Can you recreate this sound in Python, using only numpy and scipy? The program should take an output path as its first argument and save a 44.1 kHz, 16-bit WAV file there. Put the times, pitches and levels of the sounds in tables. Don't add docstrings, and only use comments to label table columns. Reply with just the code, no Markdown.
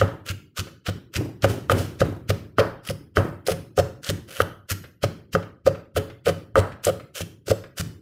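import sys
import numpy as np
from scipy import signal
from scipy.fft import rfft, irfft, next_fast_len
from scipy.io import wavfile
from scipy.ndimage import uniform_filter1d, map_coordinates

SR = 44100
rng = np.random.default_rng(int(sys.argv[2]) if len(sys.argv) > 2 else 0)


def dump_mix(stems):
    frames = np.atleast_2d(stems).T
    limited = np.clip(frames, -1, 1)
    pcm = np.round(limited * 32767).astype(np.int16)
    wavfile.write(sys.argv[1], SR, pcm)


N = 353241
T = np.arange(int(.6 * SR)) / SR

# (landing t/s, sinking time t/s, crunch level/dB, its swell on the way down level/dB,
# treble fizz level/dB, relative thump level/dB)
STROKES = [(.022, 0.034, -35, -16, -7, -17.5), (.305, 0.042, -33.5, 12, -4.5, -29),
           (0.595, 0.023, -29, -0.5, -2, -27.5), (.889, 0.024, -30.5, 0, -8, -23.5),
           (1.164, 0.024, -31, 12, -5.5, -24), (1.441, 0.011, -28, 6, -9, -18),
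           (1.713, 0.012, -28.5, 15, -8, -22.5), (2.014, 0.01, -30, -9, -6.5, -17.5),
           (2.299, 0.0038, -27, -3.5, -5, -18.5), (2.596, 0.01, -27.5, 5.5, -13, -21),
           (2.898, 0.059, -40.5, 21.5, -3.5, -23), (3.182, 0.018, -35.5, -4, -5, -18),
           (3.517, 0.048, -31.5, -0.5, -2.5, -22.5), (3.791, 0.017, -31.5, 7.5, 1, -20),
           (4.097, 0.062, -34.5, 16, -1, -21.5), (4.413, .128, -39.5, 13.5, -2, -26),
           (4.718, 0.017, -26, -1.5, -1.5, -26), (5.038, 0.0074, -28, 2.5, -8, -20.5),
           (5.349, .014, -34.5, -7.5, -3, -23), (5.677, 0.0096, -31, -9, -6, -23.5),
           (5.978, 0.013, -29, -4.5, 1.5, -23), (6.288, .029, -30, 8, -3.5, -22),
           (6.59, 0.024, -33.5, 9, -2, -23.5), (6.886, 0.043, -31.5, -1, 1.5, -24.5),
           (7.213, 0.06, -33, 3.5, -0.5, -28), (7.505, 0.035, -33.5, 14.5, 1, -24.5),
           (7.803, 0.024, -31, -1.5, 0.5, -23)]
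# (onset t/s, skid duration t/s, relative clack level/dB, clack centre f/Hz,
# relative boom level/dB, boom centre f/Hz)
KNOCKS = [(.014, 0.01, -12, 1275, -14.5, 543), (.888, 0.0023, -30.5, 1325, -26, 500),
          (1.444, 0.0056, -15, 1510, -11.5, 555), (1.697, 0.0059, -9, 1230, -15, 570),
          (1.718, 0.0043, -18, 1220, -17.5, 626), (2.016, .006, -15.5, 1290, -12, 567),
          (2.303, 0.0038, -21.5, 1220, -19.5, 445), (2.584, 0.026, -10.5, 1274, -14, 438),
          (2.9, 0.0044, -35.5, 1620, -24.5, 484), (3.17, .013, -10, 1510, -16, 505),
          (3.484, 0.016, -26.5, 1350, -18.5, 537), (3.52, 0.0038, -35, 1265, -19.5, 540),
          (3.778, 0.023, -22, 1210, -15, 598), (4.094, 0.014, -39, 1400, -31, 523),
          (4.403, 0.0018, -9, 1500, -16, 550), (5.039, 0.0034, -20, 1330, -16.5, 556),
          (5.351, 0.0023, -11.5, 1340, -10.5, 517), (5.665, 0.016, -22, 1230, -15, 533),
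          (5.963, 0.013, -22.5, 1390, -15.5, 494), (6.266, 0.03, -26.5, 1310, -17.5, 540),
          (6.556, .029, -10.5, 1280, -16, 500), (6.868, 0.029, -28.5, 1300, -16.5, 534),
          (7.206, 0.0053, -37.5, 1380, -32.5, 545), (7.48, 0.0054, -51, 1370, -25.5, 540),
          (7.506, .012, -26.5, 1280, -14.5, 495)]
# (f/Hz, relative density level/dB)
PULP_SPECTRUM = [(150, -29.5), (400, -2.5), (560, 4.5), (880, -17), (1350, 4.5), (1700, -0.5), (2100, -2.5),
                 (2500, -0.5), (3000, 2.5), (3600, -3), (4500, -2.5), (6000, -3), (10000, -7),
                 (15500, -10.5)]


def amp(db):
    return np.exp(np.asarray(db) * (np.log(10) / 20))


def unit(x):
    return x / np.sqrt(np.mean(x ** 2) + 1e-20)


def along(points, hz):
    f, v = np.transpose(points)
    return np.interp(np.log(hz + 1), np.log(f + 1), v)


def add(track, s, sound):
    i = round(s * SR)
    sound = sound[max(-i, 0):]
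    part = track[max(i, 0):][:len(sound)]
    part += sound[:len(part)]


def filtered(x, response):
    m = next_fast_len(len(x) + 8192)
    return irfft(rfft(x, m) * response(np.fft.rfftfreq(m, 1 / SR)), m)[:len(x)]


def noise(spectrum, size):
    return unit(filtered(rng.standard_normal(size), lambda hz: amp(along(spectrum, hz))))


def snaps(size, per_s, spread_db):
    sizes = amp(spread_db * np.minimum(rng.exponential(size=size), 4))
    return unit((rng.random(size) < per_s / SR) * sizes * rng.choice([-1, 1], size))


def wobble(rate):
    coarse = T[::16]
    return np.interp(T, coarse, map_coordinates(rng.standard_normal(512), [coarse * rate], mode="wrap"))


def ripple(hz, per_octave=3):
    return np.interp(np.log2(hz + 100) * per_octave, np.arange(128), rng.standard_normal(128))


def fade(t60, hold=0):
    return np.exp(-np.log(1000) * np.maximum(T - hold, 0) / t60)


def rise(attack):
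    return 1 - np.exp(-T / attack)


def swell(t, start, stop, attack, release):
    return amp(-60 * (np.maximum(start - t, 0) / attack + np.maximum(t - stop, 0) / release))


def room_hush():
    # (f/Hz, relative density level/dB)
    spectrum = [(25, 1), (100, 25), (350, -17), (700, -36.5), (3000, -15.5), (15000, -54)]
    return amp(-71.5) * noise(spectrum, N)


def in_kitchen(x, wet_db):
    # (f/Hz, 60 dB decay t/s)
    decay_times = [(100, 0.17), (500, 0.39), (1500, 0.46), (4000, 0.53), (8000, 0.42), (15000, 0.49)]
    hz, t, bands = signal.stft(rng.standard_normal(len(T)), SR, nperseg=256)
    decay = amp(-60 * t / along(decay_times, hz)[:, None])
    tail = signal.istft(bands * decay, SR, nperseg=256)[1][:len(T)] * rise(0.01)
    return x + amp(wet_db) * signal.fftconvolve(x, tail / np.linalg.norm(tail))[:len(x)]


def drops():
    landings = [0.0793, 0.672, 4.8415, 5.4282, 5.7489, 6.101, 6.721, 6.9995, 7.6404]
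    # (f/Hz, relative density level/dB)
    spectrum = [(300, -2), (550, 1.5), (900, -17.5), (1300, -1), (1750, -6.5), (2500, -9.5), (3500, -15),
                (7000, -28.5), (15000, -45)]
    out = np.zeros(N)
    for s in landings:
        splat = noise(spectrum, len(T)) * amp(0.7 * wobble(490)) * fade(0.082) * rise(0.00052)
        add(out, s - .002, in_kitchen(amp(-37.5) * splat, wet_db=-5.5))
    return out


def grinding():
    # (greatest force t/s, level/dB)
    twists = [(1.497, -35), (1.784, -31.5)]
    t = np.arange(N) / SR
    force = sum(amp(db) * swell(t, s, s, attack=0.096, release=0.23) for s, db in twists)
    grit = filtered(snaps(N, per_s=2900, spread_db=2.0), lambda hz: amp(along(PULP_SPECTRUM, hz)))
    return in_kitchen(force * unit(grit), wet_db=-6.5)


def cracks(half_width_octaves=0.4):
    # (t/s, relative peak level/dB, centre f/Hz)
    splits = [(0.2897, -11, 4600), (0.5756, -18, 3890), (.863, -19, 2870), (1.157, -5, 2920),
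              (1.422, -17.5, 4300), (2.3052, -11, 2560), (2.874, -12, 9990), (2.888, -10, 2660),
              (3.4665, -8.5, 4170), (4.0444, -13, 4290), (4.0911, -4, 3410), (4.6987, -18, 3000),
              (5.03, -27, 4400), (6.258, -17.5, 3440), (6.849, -1.5, 7680)]
    out = np.zeros(N)
    for s, db, centre_hz in splits:
        tear = snaps(len(T), per_s=3600, spread_db=3.5) * fade(0.02)
        crack = filtered(tear, lambda hz: 1 / (1 + (np.log2((hz + 1) / centre_hz) / half_width_octaves) ** 2))
        add(out, s, in_kitchen(amp(db - 6.5) * crack / np.abs(crack).max(), wet_db=-22.0))
    return out


def crunch(juice_gain=.42, clump_db=4.0, colour_db=3.0):
    out, early = np.zeros(N), .06
    fizz_share = [(3000, 0.022), (10000, 0.97)]  # (f/Hz, fraction of the fizz level)
    for landing, sinking, db, swell_db, fizz_db, _ in STROKES:
        start, stop = landing - sinking, landing + 0.0068
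        t = T - early + start
        pressure_db = db + swell_db * np.interp(t, [start, stop], [-.5, .5])
        pulp = np.zeros(len(T))
        for piece in range(3):
            cells = snaps(len(T), per_s=3300, spread_db=4.5)
            juice = juice_gain * rng.standard_normal(len(T))
            bursts = (cells + juice) * amp(clump_db * wobble(300))
            pulp += filtered(bursts, lambda hz: amp(
                along(PULP_SPECTRUM, hz) + fizz_db * along(fizz_share, hz) + colour_db * ripple(hz)))
        stroke = unit(pulp) * amp(pressure_db) * swell(t, start, stop, attack=0.033, release=0.043)
        add(out, start - early, in_kitchen(stroke, wet_db=-13.0))
    return out


def shudder(t60, uneven_db=3):
    # (f/Hz, relative density level/dB)
    spectrum = [(25, -17.5), (55, -8), (100, 10), (175, 0.5), (250, -3), (320, -0.5), (430, -8),
                (600, -22.5), (900, -22), (2000, -25), (6000, -42)]
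    jolts = amp(uneven_db * wobble(45) * fade(t60))
    return jolts * noise(spectrum, len(T)) * rise(0.0017) * fade(t60)


def rocking(interval_s=0.04, loss_db=4.5):
    # (first bump t/s, relative level/dB)
    tips = [(1.207, -16), (1.495, -12.5), (1.764, -10), (2.082, -18), (3.244, -18.5)]
    # (f/Hz, relative density level/dB)
    spectrum = [(60, -32.5), (170, -11.5), (310, 2.5), (430, -4), (650, -11.5), (2000, -43.5)]
    out = np.zeros(N)
    for s, db in tips:
        add(out, s - interval_s, amp(db - 12) * shudder(t60=0.76))
        for k in range(3):
            tap = noise(spectrum, len(T)) * fade(0.084) * rise(0.0031)
            add(out, s + k * interval_s, in_kitchen(amp(db - 6 - k * loss_db) * tap, wet_db=-9))
    return out


def pushes():
    # (f/Hz, relative density level/dB)
    spectrum = [(25, -18.5), (55, 5.5), (95, 16.5), (150, 4.5), (280, -13), (450, -32), (1200, -47.5)]
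    out, early = np.zeros(N), .08
    force = swell(T - early, start=-.008, stop=0.011, attack=0.024, release=0.037)
    for s, _, _, _, boom_db, _ in KNOCKS:
        add(out, s - early, amp(boom_db - 17.5) * force * noise(spectrum, len(T)))
    return out


def thumps():
    # (f/Hz, relative level/dB, 60 dB decay t/s)
    modes = [(64, -28, 0.058), (97.75, -1, 0.18), (139.6, -9.5, 0.18), (171.3, -10.5, 0.3)]
    out = np.zeros(N)
    for landing, *_, db in STROKES:
        detune = 1 + .03 * rng.standard_normal()
        bounce = sum(amp(level + rng.normal(0, 3.05)) * np.sin(2 * np.pi * hz * detune * T) * fade(t60)
                     for hz, level, t60 in modes)
        add(out, landing - .006, amp(db + 6.5) * bounce * rise(0.0035))
        add(out, landing, amp(db - 9.5) * shudder(t60=0.67))
    return out


def lingering_tones(clack_db, boom_db):
    # (f/Hz, relative level/dB, 60 dB decay t/s)
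    modes = [(430, 6, 0.36), (550.5, 18.5, 0.13), (551, 8.5, 0.38), (1284, -12.5, 0.41), (1307, -14.5, .5),
             (1854, -17, 0.33)]
    drive = [(700, boom_db - 21.5), (1100, clack_db - 15.5)]
    tones = np.zeros(len(T))
    for hz, db, t60 in modes:
        envelope = amp(db + along(drive, hz) + rng.normal(0, 2.5)) * fade(t60)
        tones += envelope * np.sin(2 * np.pi * (hz * T + rng.random()) + .55 * wobble(31))
    return tones


def bowl_boom(centre_hz, skid, focus_db=14):
    # (f/Hz, relative level/dB, 60 dB decay t/s)
    modes = [(329, -6.5, 0.11), (438.6, -1, 0.066), (529.7, 1, .036), (592.4, -3.5, 0.013),
             (710, -7, 0.063)]
    gains = np.array([amp(db - focus_db * abs(np.log2(hz / centre_hz))) for hz, db, _ in modes])
    rings = [amp(3.0 * wobble(150)) * np.sin(2 * np.pi * hz * T + 1.08 * wobble(84)) * fade(t60, skid)
             for hz, _, t60 in modes]
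    return gains @ np.array(rings) / np.linalg.norm(gains)


def wall_ring(centre_hz, focus_db=10):
    # (f/Hz, relative level/dB, 60 dB decay t/s)
    modes = [(1236, 7, 0.026), (1515, 6.5, 0.013), (1690, -8.5, 0.041), (1872, -2, 0.017),
             (2220, -8.5, .012), (2680, -18, 0.087), (3108, -6.5, 0.02)]
    ring = np.zeros(len(T))
    for k, (hz, db, t60) in enumerate(modes):
        level = db + rng.normal(0, 0.6) - focus_db * min(abs(np.log2(hz / centre_hz)), .5)
        ring += (-1) ** k * amp(level) * np.sin(2 * np.pi * hz * T) * fade(t60)
    return ring / np.abs(ring).max()


def knocks(typical_skid_s=0.011, db_per_doubling=3.5):
    # (f/Hz, relative density level/dB)
    after_spectrum = [(300, -4), (430, -6), (560, 3), (720, -5.5), (1000, -6), (1300, -6.5), (1520, -8.5),
                      (1800, -11), (2300, -24), (3100, -29), (6000, -42.5)]
    out = np.zeros(N)
    for s, skid, clack_db, clack_hz, boom_db, boom_hz in KNOCKS:
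        skid_db = db_per_doubling * np.log2(skid / typical_skid_s)
        wall = amp(4) * wall_ring(clack_hz)
        shattering_seeds = amp(-17.5) * noise(PULP_SPECTRUM, len(T)) * fade(0.011)
        clack = amp(clack_db) * (wall + shattering_seeds)
        slips = snaps(len(T), per_s=610, spread_db=0.0)
        slip_ring = signal.fftconvolve(slips, wall_ring(2950))[:len(T)]
        chatter = amp(skid_db - 18) * unit(slip_ring) * rise(.004) * fade(0.025, hold=skid + 0.0022)
        boom = amp(4) * bowl_boom(boom_hz, skid) * rise(0.00024 + .02 * skid)
        contact = clack + amp(boom_db) * (boom + chatter)
        after_ring = amp(clack_db - 14.5) * noise(after_spectrum, len(T)) * fade(0.45)
        after_ring += lingering_tones(clack_db, boom_db)
        add(out, s, in_kitchen(contact, wet_db=-16) + amp(skid_db) * after_ring * rise(0.0019))
    return out


def scene():
    pulp = crunch() + cracks() + grinding() + drops()
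    mortar = pushes() + thumps() + knocks() + rocking()
    return (pulp + mortar + room_hush())[None]


def suppress(x, threshold_db=-97, bass_db=20, min_gain=.2):
    hz, _, bands = signal.stft(x, SR, nperseg=512)
    power = uniform_filter1d(np.abs(bands) ** 2, size=3, axis=0)
    power = np.abs(uniform_filter1d(power, size=3, axis=1))
    threshold = amp(threshold_db + bass_db * along([(300, 1), (3000, 0.78), (15000, 0)], hz)) ** 2
    gain = np.maximum(power / (power + threshold[:, None]), min_gain)
    return signal.istft(bands * gain, SR, nperseg=512)[1][:N]


def record(dry, low_hz=36, top_hz=15600):
    highpass = signal.butter(2, low_hz, "highpass", fs=SR, output="sos")
    x = signal.sosfilt(highpass, suppress(dry[0]))
    rounded = x / (1 + np.abs(x) ** 6) ** (1 / 6)
    return filtered(rounded, lambda hz: 1 / (1 + (hz / top_hz) ** 120))[None]


dry = scene()
out = record(dry)
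dump_mix(out)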